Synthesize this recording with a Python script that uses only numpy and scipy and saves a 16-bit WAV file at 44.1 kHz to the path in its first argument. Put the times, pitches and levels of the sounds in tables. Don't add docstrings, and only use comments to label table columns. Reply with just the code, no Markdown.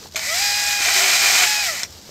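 import sys
import numpy as np
from scipy import signal
from scipy.fft import rfft, irfft
from scipy.io import wavfile
from scipy.ndimage import uniform_filter1d

SR = 44100
rng = np.random.default_rng(int(sys.argv[2]) if len(sys.argv) > 2 else 0)


def gain_from_db(level_db):
    decades = np.asarray(level_db, float) / 20
    return 10 ** decades


def generate_wav(sig):
    pcm = np.round(np.clip(np.atleast_2d(sig).T, -1, 1) * 32767).astype(np.int16)
    wavfile.write(sys.argv[1], SR, pcm)


N = 92610
T = np.arange(N) / SR


def level(x, db):
    return x * gain_from_db(db) / np.sqrt(np.mean(x ** 2))


def band(x, hz, width_hz):
    return signal.lfilter(*signal.iirpeak(hz, hz / width_hz, SR), x)


def sharp_band(x, hz, width_hz):
    return band(band(x, hz, width_hz), hz, width_hz)


def colour(x, points):
    hz, db = np.array(points).T
    bins_hz = np.arange(1025) * SR / 2048
    log_gain = np.interp(np.log(bins_hz + 1), np.log(hz), db) * np.log(10) / 20
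    cepstrum = irfft(log_gain)
    cepstrum[1:1024] *= 2
    cepstrum[1025:] = 0
    return signal.fftconvolve(x, irfft(np.exp(rfft(cepstrum))))[:N]


def walk(rate_hz):
    k = int(SR / rate_hz)
    steps = np.repeat(rng.standard_normal(N // k + 1), k)
    return 1.3 * uniform_filter1d(uniform_filter1d(steps, k), k)[:N]


def grit(per_s, scatter_db):
    hit = rng.random(N) < per_s / SR
    size = gain_from_db(scatter_db * np.minimum(rng.exponential(size=N), 2.5))
    clicks = hit * size * np.tanh(rng.standard_normal(N))
    return level(clicks + 0.5 * rng.standard_normal(N), 0)


def ring(at_s, db, hz, t60_s):
    age = np.maximum(T - at_s, 0)
    return gain_from_db(db - 60 * age / t60_s) * np.sin(2 * np.pi * hz * age)


# frequency in Hz, level in dB per Hz.
LEAF_SPECTRUM = [(18, -55), (40, -16), (110, -2), (400, -4), (1050, -11.5), (2500, -12.5), (4920, -4),
                 (15600, -19.5)]
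# frequency in Hz, width in Hz, level in dB.
ENGINE_HUM = [(71, 18, -55), (87.2, 14, -54.5), (151.5, 17, -60.5), (210.7, 1.9, -58.5)]


def orchard():
    rustle = grit(per_s=3600, scatter_db=3) * gain_from_db(1.6 * walk(30))
    lowpass = signal.butter(2, 900, fs=SR, output="sos")
    low = signal.sosfilt(lowpass, rng.standard_normal(N) - rustle)
    early_db = 0.5 * np.exp(-(T / 0.062) ** 4)
    lull_db = 6 * np.exp(-((T - 0.11) / 0.018) ** 2)
    out = level(colour(rustle + low, LEAF_SPECTRUM), -42.5) * gain_from_db(early_db - lull_db)
    for hz, width_hz, db in ENGINE_HUM:
        tone = 0.051 * np.sin(2 * np.pi * hz * T)
        out = out + level(band(rng.standard_normal(N), hz, width_hz) + tone, db)
    return out


# start in seconds, peak in dB, frequency in Hz, t60 in seconds.
TWIG_SNAPS = [(.015, -32, 5500, .015), (.028, -33, 1500, .02), (.037, -31, 4500, .015),
              (.069, -31, 4900, .05), (.085, -34, 6500, .015), (.113, -33, 5500, .02),
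              (.122, -31, 4800, .03), (.138, -33, 5500, .03), (1.905, -33, 6300, .02),
              (1.924, -31, 4950, .03), (2.014, -35, 5000, .02), (2.092, -38, 2000, .01),
              (2.022, -35, 6000, .04), (.884, -15, 1400, .04), (.963, -18, 1300, .03),
              (1.436, -11, 2600, .03)]
# start in seconds, peak in dB, frequency in Hz, t60 in seconds.
DULL_KNOCKS = [
    (0.058, -28, 880, 0.0087),
    (.05, -33.5, 380, 0.032),
    (.025, -37, 430, .04),
    (.146, -30, 640, 0.054),
    (.158, -31.5, 640, 0.26),
    (0.804, -30, 316.5, 0.022),
    (2.092, -27.5, 500, 0.015),
    (1.848, -31, 5700, .06),
]


def twigs():
    out = sum(ring(*row) for row in DULL_KNOCKS)
    for at_s, db, hz, t60_s in TWIG_SNAPS:
        push = rng.standard_normal(N) * (T >= at_s) * gain_from_db(-60 * np.maximum(T - at_s, 0) / t60_s)
        snap = band(push, hz, 0.5 * hz)
        out = out + gain_from_db(db) * snap / np.abs(snap).max()
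    return out


# start in seconds, peak in dB, burst in seconds, pitch factor.
TRIGGER_CLACKS = [
    (.1457, -27, .003, .9),
    (.1498, -28, .004, 1.01),
    (.1578, -8, .0025, 1.01),
    (.1625, -13, .0015, .95),
    (.1655, -13, .002, 1.01),
    (.174, -16, .003, .97),
    (.1928, -16, .002, .9),
    (1.8324, -9, .0012, 1.02),
    (1.8357, -16, .0015, 1.08),
    (1.8378, -17, .002, .97),
]
# frequency in Hz, level in dB, t60 in seconds.
SWITCH_MODES = [(620, -13, .06), (1150, -10, .03), (2300, -2, .025), (1650, -7, .02), (3400, -3, .015),
                (4200, -4, .015), (5150, -4, .02), (6200, -6, .015), (7400, -19, .02)]
# start in seconds, level in dB, t60 in seconds.
SPRING_RINGS = [
    (.162, -36, .22),
    (1.834, -39, .1),
]


def trigger():
    spring_hz = 12780
    out = sum(ring(at_s, db, spring_hz, t60_s) for at_s, db, t60_s in SPRING_RINGS) * gain_from_db(3.5 * walk(90))
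    for at_s, db, burst_s, pitch in TRIGGER_CLACKS:
        decay = (T >= at_s) * np.exp(-np.maximum(T - at_s, 0) / burst_s)
        attack = np.clip((T - at_s) / 0.0006, 0, 1)
        push = rng.standard_normal(N) * decay * attack
        clack = 0.01 * push
        for hz, mode_db, t60_s in SWITCH_MODES:
            mode = band(band(push, hz * pitch, 18 / t60_s), hz * pitch, 1500)
            clack = clack + gain_from_db(mode_db) * mode
        out = out + gain_from_db(db) * clack / np.abs(clack).max()
    return out


# multiple of tooth rate, dB over chain, wander in dB, change under bite in dB.
TOOTH_PARTIALS = [(1, -11, .8, -11), (2, -23, 1.5, -9), (3, -24.5, 1.8, 0), (4, -31, 4, 0), (5, -29, 4, 0),
                  (6, -25, 1.2, -5), (8, -28, 4, 0)]
# frequency in Hz, width in Hz, lift in dB.
HOUSING_LIFTS = [(670, 45, 5), (750, 30, -5), (1310, 90, 14), (1650, 80, 11), (1950, 160, 17),
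                 (2400, 240, 16), (4920, 200, 10)]


def tooth_song(hz, phase, bite, whistle_db):
    overtone_share = np.clip((hz - 500) / 150, 0.25, 1)
    song = 0
    for k, db, wander_db, bite_db in TOOTH_PARTIALS:
        gain_db = db + wander_db * walk(44.97) + bite_db * bite
        for centre_hz, width_hz, lift_db in HOUSING_LIFTS:
            gain_db = gain_db + lift_db * np.exp(-((k * hz - centre_hz) / width_hz) ** 2)
        if k > 1:
            gain_db = gain_db + 3 * (T > 1.47)
        if k > 4:
            gain_db = gain_db + whistle_db
        share = np.clip((k * hz - 500) / 110, 0.1, 1)
        if k > 2:
            share = share * overtone_share
        song = song + np.sqrt(2) * share * gain_from_db(gain_db) * np.sin(k * phase + k * k)
    return song


# frequency in Hz, level in dB per Hz.
CHAIN_SPECTRUM = [(150, -55), (300, -39), (700, -10.5), (1100, -17), (1900, -3), (3100, -4.5), (7500, -3),
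                  (15600, -17.5)]
# frequency in Hz, width in Hz, level in dB.
BAR_MODES = [(690, 48, -36), (2020, 160, -21.5), (2275, 1240, -22), (4024, 480, -16.5), (5010, 1860, -12),
             (7620, 130, -48)]


def chain_rattle(hz, phase):
    links = grit(per_s=5000, scatter_db=2.5) * (1 + 0.47 * np.cos(phase)) * gain_from_db(0.9 * walk(29.83))
    chain = level(colour(links, CHAIN_SPECTRUM), 0)
    for mode_hz, width_hz, db in BAR_MODES:
        chain = chain + level(sharp_band(links, mode_hz, width_hz), db)
    slow = np.clip(0.8 * (740 - hz) / 150, 0, 1)
    gaps = band(chain, 3150, 1100) + band(chain, 1300, 600)
    slow_rattle = 1.2 * sharp_band(chain, 2100, 800)
    return level(chain - slow * (gaps - slow_rattle), 0)


# frequency in Hz, level in dB per Hz.
CUT_SPECTRUM = [(150, -75), (280, -14.5), (590, -16.5), (950, -5), (2400, 5), (2800, -1), (7600, -1),
                (15600, -16)]
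# frequency in Hz, width in Hz, level in dB.
WOOD_MODES = [(719, 96, -6.5), (1487, 156, -7.5), (2314, 210, -7), (2538, 320, -10), (3038, 170, -6),
              (4260, 67, -8.5), (6270, 440, -8)]


def wood_chips():
    cut_db, ring_db = -18.5, -8
    chips = grit(per_s=3400, scatter_db=5) * gain_from_db(1.3 * walk(45))
    wood = 0
    for hz, width_hz, db in WOOD_MODES:
        wood = wood + level(sharp_band(chips, hz, width_hz), db) * gain_from_db(1.8 * walk(35))
    return level(colour(chips, CUT_SPECTRUM), cut_db) + level(wood, cut_db + ring_db)


# time in seconds, chain level in dB, bite from 0 to about 1, slack-chain whistle in dB.
DRIVE_COURSE = [(0.16, -45, 0.31, -1), (0.201, -29.5, 0.19, -3), (0.281, -24.5, 0.26, 11),
                (0.413, -19.5, 0.15, 8), (0.472, -20.5, 0.1, 9), (.62, -21.5, 0.17, 6),
                (.79, -20.5, 0.28, -6), (0.861, -20, 0.73, -8), (0.939, -19.5, 0.49, -5),
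                (1.032, -19, 1.05, -27), (1.201, -18, 0.8, -5), (1.447, -17.5, 1.01, -13),
                (1.469, -18.5, 0.25, 3), (1.61, -22, 0.24, 7), (1.692, -24.5, 0.22, -19),
                (1.78, -30.5, 0.2, -5), (1.83, -32, 0.15, -19), (1.855, -36.5, 0.04, 3)]
# time in seconds, tooth rate in Hz.
TOOTH_RATE = [(.158, 250), (.2, 355), (.245, 500), (.28, 578), (.415, 812), (.45, 818), (.57, 821),
              (.79, 819), (.83, 801), (.89, 797), (.94, 812), (1.02, 797), (1.13, 812), (1.27, 803),
              (1.33, 813), (1.43, 806), (1.462, 851), (1.62, 832), (1.69, 672), (1.78, 492), (1.855, 330)]


def saw():
    at_s, drive_db, drive_bite, drive_whistle_db = np.array(DRIVE_COURSE).T
    hz = np.interp(T, *np.array(TOOTH_RATE).T)
    chain_db = np.interp(T, at_s, drive_db)
    bite = np.maximum(np.interp(T, at_s, drive_bite), 0)
    whistle_db = np.interp(T, at_s, drive_whistle_db)
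    wobble = 0.001662 * walk(25.4) + 0.008 * bite * walk(90)
    phase = 2 * np.pi * np.cumsum(hz * (1 + wobble)) / SR
    drive = chain_rattle(hz, phase) + tooth_song(hz, phase, bite, whistle_db)
    running = (T > at_s[0]) * gain_from_db(-900 * np.maximum(T - at_s[-1], 0))
    return running * (gain_from_db(chain_db) * drive + bite * wood_chips())


# start in seconds, peak in dB, frequency in Hz.
CUTTER_SNAGS = [(0.8864, -9, 2350), (0.916, -18, 2400), (0.9884, -12, 2330), (1.0418, -6.5, 2240),
                (1.1012, -12, 2190), (1.135, -9, 2372), (1.2373, -20, 2180), (1.2378, -12, 2370),
                (1.2593, -10, 2450), (1.3337, -13, 2350), (1.354, -10, 2500), (1.4088, -8, 2330)]
# middle in seconds, half length in seconds, level in dB.
BRANCH_SHAKES = [
    (.888, 0.019, -45.5),
    (0.971, .02, -41.5),
    (1.031, 0.043, -37.5),
    (1.11, 0.045, -46.5),
    (1.235, 0.024, -42.5),
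    (1.33, 0.056, -46.5),
    (1.44, 0.028, -41.5),
]


def branch():
    swell = sum(gain_from_db(db) * np.exp(-((T - mid_s) / half_s) ** 2) for mid_s, half_s, db in BRANCH_SHAKES)
    phase = 2 * np.pi * np.cumsum(392.6 * (1 + 0.017 * walk(25.1))) / SR
    lowest = np.sqrt(2) * swell * np.sin(phase)
    upper = gain_from_db(6) * swell * level(band(rng.standard_normal(N), 708, 66), 0)
    snags = sum(ring(at_s, db - 2.5, hz, t60_s=0.024) for at_s, db, hz in CUTTER_SNAGS)
    return lowest + upper + snags


def scatter(near):
    echo_db, t60_s, gap_s = -20, 0.17, 0.004
    age = np.arange(SR // 4) / SR
    tail = rng.standard_normal(len(age)) * gain_from_db(-60 * age / t60_s) * (age > gap_s)
    tail = tail / np.sqrt(np.sum(tail ** 2))
    return gain_from_db(echo_db) * signal.fftconvolve(near, tail)[:N]


def scene():
    background = orchard()
    near = twigs() + trigger() + saw() + branch()
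    mono = near + scatter(near) + background
    return np.array([mono, mono])


def top_cut(x):
    return signal.sosfilt(signal.butter(12, 15700, fs=SR, output="sos"), x)


# frequency in Hz, gain in dB.
MIC_RESPONSE = [(20, 0.5), (7600, 0.5), (8800, -4.5), (10000, -11), (11300, -4), (12700, 1.5), (14200, 0),
                (15800, -6.5)]


def record(dry):
    mono = np.tanh(0.6 * colour(dry[0], MIC_RESPONSE)) / 0.6
    mono = signal.sosfilt(signal.ellip(8, 0.3, 60, 15700, fs=SR, output="sos"), mono)
    highpass = signal.butter(4, 6500, "high", fs=SR, output="sos")
    treble = signal.sosfilt(highpass, np.roll(mono, 37))
    side = treble * gain_from_db(-39 + 10 * walk(20))
    return top_cut(np.array([mono + side, mono - side]))


dry = scene()
out = record(dry)
generate_wav(out)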